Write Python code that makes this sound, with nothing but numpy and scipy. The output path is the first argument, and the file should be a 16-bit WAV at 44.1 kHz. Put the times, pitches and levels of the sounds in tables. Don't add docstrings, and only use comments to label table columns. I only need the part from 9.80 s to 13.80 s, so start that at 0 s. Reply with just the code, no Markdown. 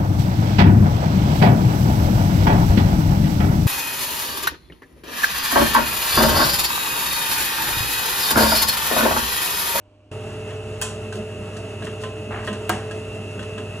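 import sys
import numpy as np
from scipy import signal
from scipy.fft import rfft, irfft
from scipy.io import wavfile

SR = 44100
rng = np.random.default_rng(int(sys.argv[2]) if len(sys.argv) > 2 else 0)


def unload_wav(signal):
    wavfile.write(
        sys.argv[1],
        SR,
        np.round(np.clip(np.atleast_2d(signal).T, -1, 1) * 32767).astype(np.int16),
    )


N = 176400

# frequency in Hz, correlation of left and right from 0 to 1.
STEREO_LIKENESS = [(120, 1), (450, .985), (830, .8), (1850, .9), (2800, .8), (3900, .3), (4900, .7),
                   (5450, .2), (6200, .9), (10000, .7), (11700, 1)]
# frequency in Hz, phase lead of the left side in radians.
STEREO_LEAD = [(434, 0.074), (750, 0.74), (1900, 0.1), (2540, 1.74), (2740, 0.99), (3700, 2.1), (4500, 2.1),
               (5250, 2.9), (5700, 5.9), (8000, 5.75), (10300, 4.26), (11600, 3.14)]
# frequency in Hz, left minus right in dB.
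STEREO_BALANCE = [(434, -0.8), (620, -2.1), (1300, -0.13)]
# frequency in Hz, relative level in dB.
FAR_EQ = [(30,-25), (62,-10.5), (185,-25), (270,-15.5), (500,-22.5), (1000,-28.5), (2000,-42), (2750,-29),
          (3600,-43), (9000,-51.5), (12500,-59)]
# pitch in Hz, level in dB.
FAR_TONES = [(303, -62), (607.2, -61)]
# pitch in Hz, level in dB.
HUM_TONES = [(100.1, -36), (118.2, -44), (607.2, -43.5), (724.1, -62)]
# multiple of its base pitch, level in dB before the fader.
MOTOR_ORDERS = [(1, -48.5), (2, -37), (3, -51)]
# time in seconds, gain in dB.
MOTOR_FADER = [(.33, -2), (.7, 0.5), (1.6, .5), (2.5, 1), (3.05, -0.5), (3.7, -1)]
# pitch in Hz, level at mid-run in dB.
WHINE_TONES = [(2586.9, -51), (2722.4, -50), (2780.4, -53.5), (6675, -68), (10567, -63.5)]
# centre in Hz, width in Hz, level in dB.
HOUSING_BANDS = [(63.4, 16, -50.5), (134, 39, -48.5), (183, 22, -51), (221.5, 6.4, -48.5), (268.5, 13, -54),
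                 (314, 24, -49.5), (367.7, 9.7, -49), (400.5, 9.7, -46), (431.8, 12, -45), (652, 22, -54.5),
                 (792, 44, -54), (929, 12, -59.5), (1287, 28, -62.5), (2848, 270, -52)]
# centre in Hz, width in Hz, level in dB before swell and fader.
THROB_BANDS = [(165, 23, -56), (207.5, 15.6, -37.5), (257.6, 5.2, -47), (353, 72, -47), (410, 18, -42.5),
               (636, 63, -42.5)]
# time in seconds, gain in dB.
THROB_FADER = [(.5, -14), (1, -5.5), (1.38, 4), (1.8, -1.5), (2.05, 2), (2.27, -4), (2.7, 5), (3.35, 0.5),
               (3.7, 0)]
# frequency in Hz, relative level in dB.
AIR_EQ = [(30,-25.5), (100,-8.5), (300,-14), (480,-12.5), (720,-18.5), (1100,-18.5), (1600,-21.5),
          (2150,-25.5), (2800,-25.5), (4600,-34), (6800,-33.5), (10500,-35.5), (12000,-40.5)]
# frequency in Hz, seconds to fall 60 dB.
ROOM_T60 = [(150, 0.96), (700, 0.6), (7500, 0.41), (14000, 0.21)]
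# start in seconds, body gain in dB, tick gain in dB.
KNOCK_CUES = [(.702, -39, -64), (1.324, -37, -39.5), (1.765, -44.5, -41.5), (2.021, -34, -48),
              (2.067, -33.5, -46), (2.234, -30.5, -41), (2.674, -26.5, -41.5), (2.727, -35, -40),
              (3.109, -39.5, -41.5), (3.591, -37.5, -46), (3.625, -38.5, -45.5), (3.778, -35.5, -44)]
# frequency in Hz, relative level in dB.
KNOCK_EQ = [(350, -1), (600, -2.5), (880, -13), (1050, -9), (1750, -8.5), (2200, -17.5), (2800, -4.5),
            (4900, -23), (10500, -26), (12300, -42)]
CLINK_EQ = [(400, -14), (950, -3.5), (1800, -4), (2200, -16), (2700, 0), (4200, -9), (8000, -2),
            (12500, -3), (15000, -2.5)]
CLACK_EQ = [(150, -13), (340, -20), (520, -4), (740, 2), (950, -0.5), (1220, -2.5), (1700, -2),
            (2200, -9.5), (2850, -6), (4000, -15.5), (7300, -15.5), (9500, -13.5), (12500, -15),
            (14500, -8)]
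# pitch in Hz, level in dB relative to the knock, seconds to fall 60 dB.
FRAME_MODES = [(1036, -12, 0.31), (1280, -12, 0.15), (1525, -8, 0.09), (1637, -6, 0.096),
               (1860, -6.5, 0.095), (3350, -12.5, 0.17)]
# start in seconds, gain in dB.
CLINK_HITS = [(1.0142, -21.5), (1.0215, -21), (1.0265, -31)]
CLACK_HITS = [(2.8937, -13), (2.8995, -18)]
# pitch in Hz, level in dB, seconds to fall 60 dB.
CLINK_MODES = [(1028, -39.5, 0.47), (1550, -38, 0.12), (1590, -39, 0.098), (2555, -34, 0.23),
               (3210, -35, 0.3), (6800, -40, 0.34), (7170, -39, .22)]
CLACK_MODES = [(337, -25, 0.25), (737, -25.5, 0.2), (927, -30, 0.19), (1247, -25, 0.12), (1545, -32, 0.065),
               (1603, -20, 0.08), (2870, -27.5, 0.096)]
# start in seconds, length in seconds, level in dB.
SCUFF_CUES = [(1.33, 0.073, -46.5), (2.037, .04, -42.5), (2.206, 0.032, -44), (2.625, .085, -44.5)]
SCRAPE_CUE = (2.503, 0.19, -32)
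# frequency in Hz, relative level in dB.
SCUFF_EQ = [(1500, -17), (3200, 0), (8500, -5), (15500, -9)]
SCRAPE_EQ = [(250, -7), (750, 0), (1700, -3), (2100, -7.5), (2800, -10.5), (3600, -20), (12000, -70)]

TIME = np.arange(N) / SR


def amp(db):
    return 10 ** (np.asarray(db) / 20)


def unit_rms(x):
    return x / np.sqrt(np.mean(x ** 2) + 1e-20)


def curve(points, hz):
    f, value = np.transpose(points)
    return np.interp(np.log(hz + 1), np.log(f + 1), value)


def eq(points):
    return lambda hz: amp(curve(points, hz))


def fader(points):
    return amp(np.interp(TIME, *np.transpose(points)))


def add(mix, start, sound):
    part = mix[:, round(start * SR):][:, :sound.shape[1]]
    part += sound[:, :part.shape[1]]


def drift(rate_hz):
    hz = np.fft.rfftfreq(N, 1 / SR)
    return unit_rms(irfft(rfft(rng.standard_normal(N)) / (1 + (hz / rate_hz) ** 4), N))


def pan(hz):
    left = amp(curve(STEREO_BALANCE, hz) / 2) * np.exp(.5j * curve(STEREO_LEAD, hz))
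    return np.array([left, 1 / left])


def noise(colour, size=N, likeness=1):
    hz = np.fft.rfftfreq(size, 1 / SR)
    left, spread = np.exp(2j * np.pi * rng.random((2, len(hz))))
    shared = np.clip(likeness * curve(STEREO_LIKENESS, hz), 0, 1)
    right = shared * left + np.sqrt(1 - shared ** 2) * spread
    return unit_rms(irfft(np.array([left, right]) * pan(hz) * colour(hz), size))


def sine(hz, cycles):
    return np.sqrt(2) * (pan(hz)[:, None] * np.exp(2j * np.pi * (cycles + rng.random()))).real


def drone(table, waver, wander):
    clock = np.cumsum(1 + wander * drift(3.6)) / SR
    return sum(amp(db) * (1 + waver * drift(14.6)) * sine(hz, hz * clock) for hz, db in table)


def far_machine(hum_db=-56, air_db=-57):
    mains = (HUM_TONES[0][0], hum_db)
    return drone([mains] + FAR_TONES, waver=0.11, wander=0.0023) + amp(air_db) * noise(eq(FAR_EQ))


def hum():
    return drone(HUM_TONES, waver=0.049, wander=0.00048)


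def motor(base_hz=217.0, waver=0.13, wander=0.0019):
    cycles = np.cumsum(base_hz * (1 + wander * drift(6.2))) / SR
    whirr = sum(amp(db) * (1 + waver * drift(5.2)) * sine(order * base_hz, order * cycles)
                for order, db in MOTOR_ORDERS)
    return fader(MOTOR_FADER) * whirr


def whine(rise_db_per_s=1.43):
    rise = amp(rise_db_per_s * (TIME - N / SR / 2))
    return rise * drone(WHINE_TONES, waver=0.24, wander=0.00026)


def panels(bands):
    def colour(f):
        return np.sqrt(sum(amp(db) ** 2 / width / (1 + 2 * ((f - hz) / width) ** 2) ** 2
                           for hz, width, db in bands))
    level = np.sqrt(sum(amp(db) ** 2 for _, _, db in bands))
    return level * noise(colour)


def housing(flutter_db=0.24):
    return panels(HOUSING_BANDS) * amp(flutter_db * drift(38))


def throb(turn_s=.2212, peak_at_s=2.490, sharpness=1.37):
    swell = np.exp(sharpness * (np.cos(2 * np.pi * (TIME - peak_at_s) / turn_s) - 1))
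    return swell * fader(THROB_FADER) * panels(THROB_BANDS)


def air(level_db=-40, flutter_db=0.8, ripple_db=2.5, ripple_hz=45):
    grid_hz = np.arange(0, SR / 2, 10)
    smoothing = np.exp(-grid_hz[1] / ripple_hz)
    ripple = ripple_db * unit_rms(signal.lfilter([1], [1, -smoothing], rng.standard_normal(len(grid_hz))))
    level = amp(level_db + flutter_db * drift(9.1))
    return level * noise(lambda f: amp(curve(AIR_EQ, f) + np.interp(f, grid_hz, ripple)))


def contact(colour, t60, tail_db, rise_s=0.00037, treble_hz=9000, likeness=1, tail_top_hz=10800):
    size = SR // 2
    def burst(decay_s, likeness):
        hz, t, spectrum = signal.stft(noise(colour, size, likeness), SR, nperseg=128)
        fade = amp(-60 * t / decay_s(hz)[:, None])
        return signal.istft(spectrum * fade, SR, nperseg=128)[1][:, :size]
    rattle = burst(lambda f: t60 / np.hypot(1, f / treble_hz), likeness)
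    room = burst(lambda f: curve(ROOM_T60, f), 1)
    tail = signal.sosfilt(signal.butter(5, tail_top_hz, fs=SR, output="sos"), room)
    attack = np.minimum(np.arange(size) / SR / rise_s, 1)
    return attack * (rattle + amp(tail_db) * tail)


def ring(modes, scatter_db=0):
    t = np.arange(SR // 2) / SR
    attack = np.minimum(t / 0.0015, 1)
    return attack * sum(amp(db + scatter_db * rng.standard_normal() - 60 * t / t60) * sine(hz, hz * t)
                        for hz, db, t60 in modes)


def knocks(crossover_hz=4200, t60=0.12, tail_db=-7):
    def lows(f):
        return 1 / (1 + (f / crossover_hz) ** 8)
    def body_colour(f):
        return eq(KNOCK_EQ)(f) * lows(f) * f / np.hypot(f, 400)
    def tick_colour(f):
        return eq(KNOCK_EQ)(f) * (1 - lows(f))
    mix = np.zeros((2, N))
    for start, body_db, tick_db in KNOCK_CUES:
        body = contact(body_colour, t60, tail_db, rise_s=0.0035) + ring(FRAME_MODES, scatter_db=4.0)
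        tick = contact(tick_colour, t60, tail_db, rise_s=0.0028)
        add(mix, start, amp(body_db) * body + amp(tick_db) * tick)
    return mix


def snap(hit_db, trim_db=-10, low_cut_hz=10000, t60=0.024):
    t = np.arange(SR // 10) / SR
    low_cut = signal.butter(4, low_cut_hz, "high", fs=SR, output="sos")
    crack = unit_rms(signal.sosfilt(low_cut, rng.standard_normal(len(t))))
    return np.tile(amp(hit_db + trim_db - 60 * t / t60) * crack, (2, 1))


def steel_strike(hits, eq_points, modes, t60, tail_db, treble_hz):
    mix = np.zeros((2, N))
    for start, db in hits:
        add(mix, start, amp(db) * contact(eq(eq_points), t60, tail_db, treble_hz=treble_hz, likeness=0.97))
    first_s, first_db = hits[0]
    add(mix, first_s, snap(first_db))
    add(mix, first_s, ring(modes))
    return mix


def scuffs(grain_db=3.0):
    swell = sum(amp(db) * abs(np.sin(np.pi * np.clip((TIME - start) / length, 0, 1)))
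                for start, length, db in SCUFF_CUES)
    return swell * amp(grain_db * drift(200)) * noise(eq(SCUFF_EQ))


def scrape(grain_db=2, skew=0.42):
    start, length, db = SCRAPE_CUE
    progress = np.clip((TIME - start) / length, 0, 1)
    swell = abs(np.sin(np.pi * progress ** skew))
    return swell * amp(db + grain_db * drift(150)) * noise(eq(SCRAPE_EQ))


def scene(jump_s=.313):
    near = hum() + motor() + whine() + housing() + throb() + air()
    crossfade = np.clip((TIME - jump_s) / .002, 0, 1)
    bed = crossfade * near + (1 - crossfade) * far_machine()
    clink = steel_strike(CLINK_HITS, CLINK_EQ, CLINK_MODES, t60=0.089, tail_db=-5.0, treble_hz=14000)
    clack = steel_strike(CLACK_HITS, CLACK_EQ, CLACK_MODES, t60=0.066, tail_db=-11.0, treble_hz=3850)
    return bed + knocks() + clink + scuffs() + scrape() + clack


def record(dry, ceiling=0.66, high_cut_hz=15900):
    rounded = dry / (1 + (dry / ceiling) ** 4) ** (1 / 4)
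    high_cut = signal.firwin(511, high_cut_hz, window=("kaiser", 9), fs=SR)
    return signal.oaconvolve(rounded, high_cut[None], "same")


dry = scene()
out = record(dry)
unload_wav(out)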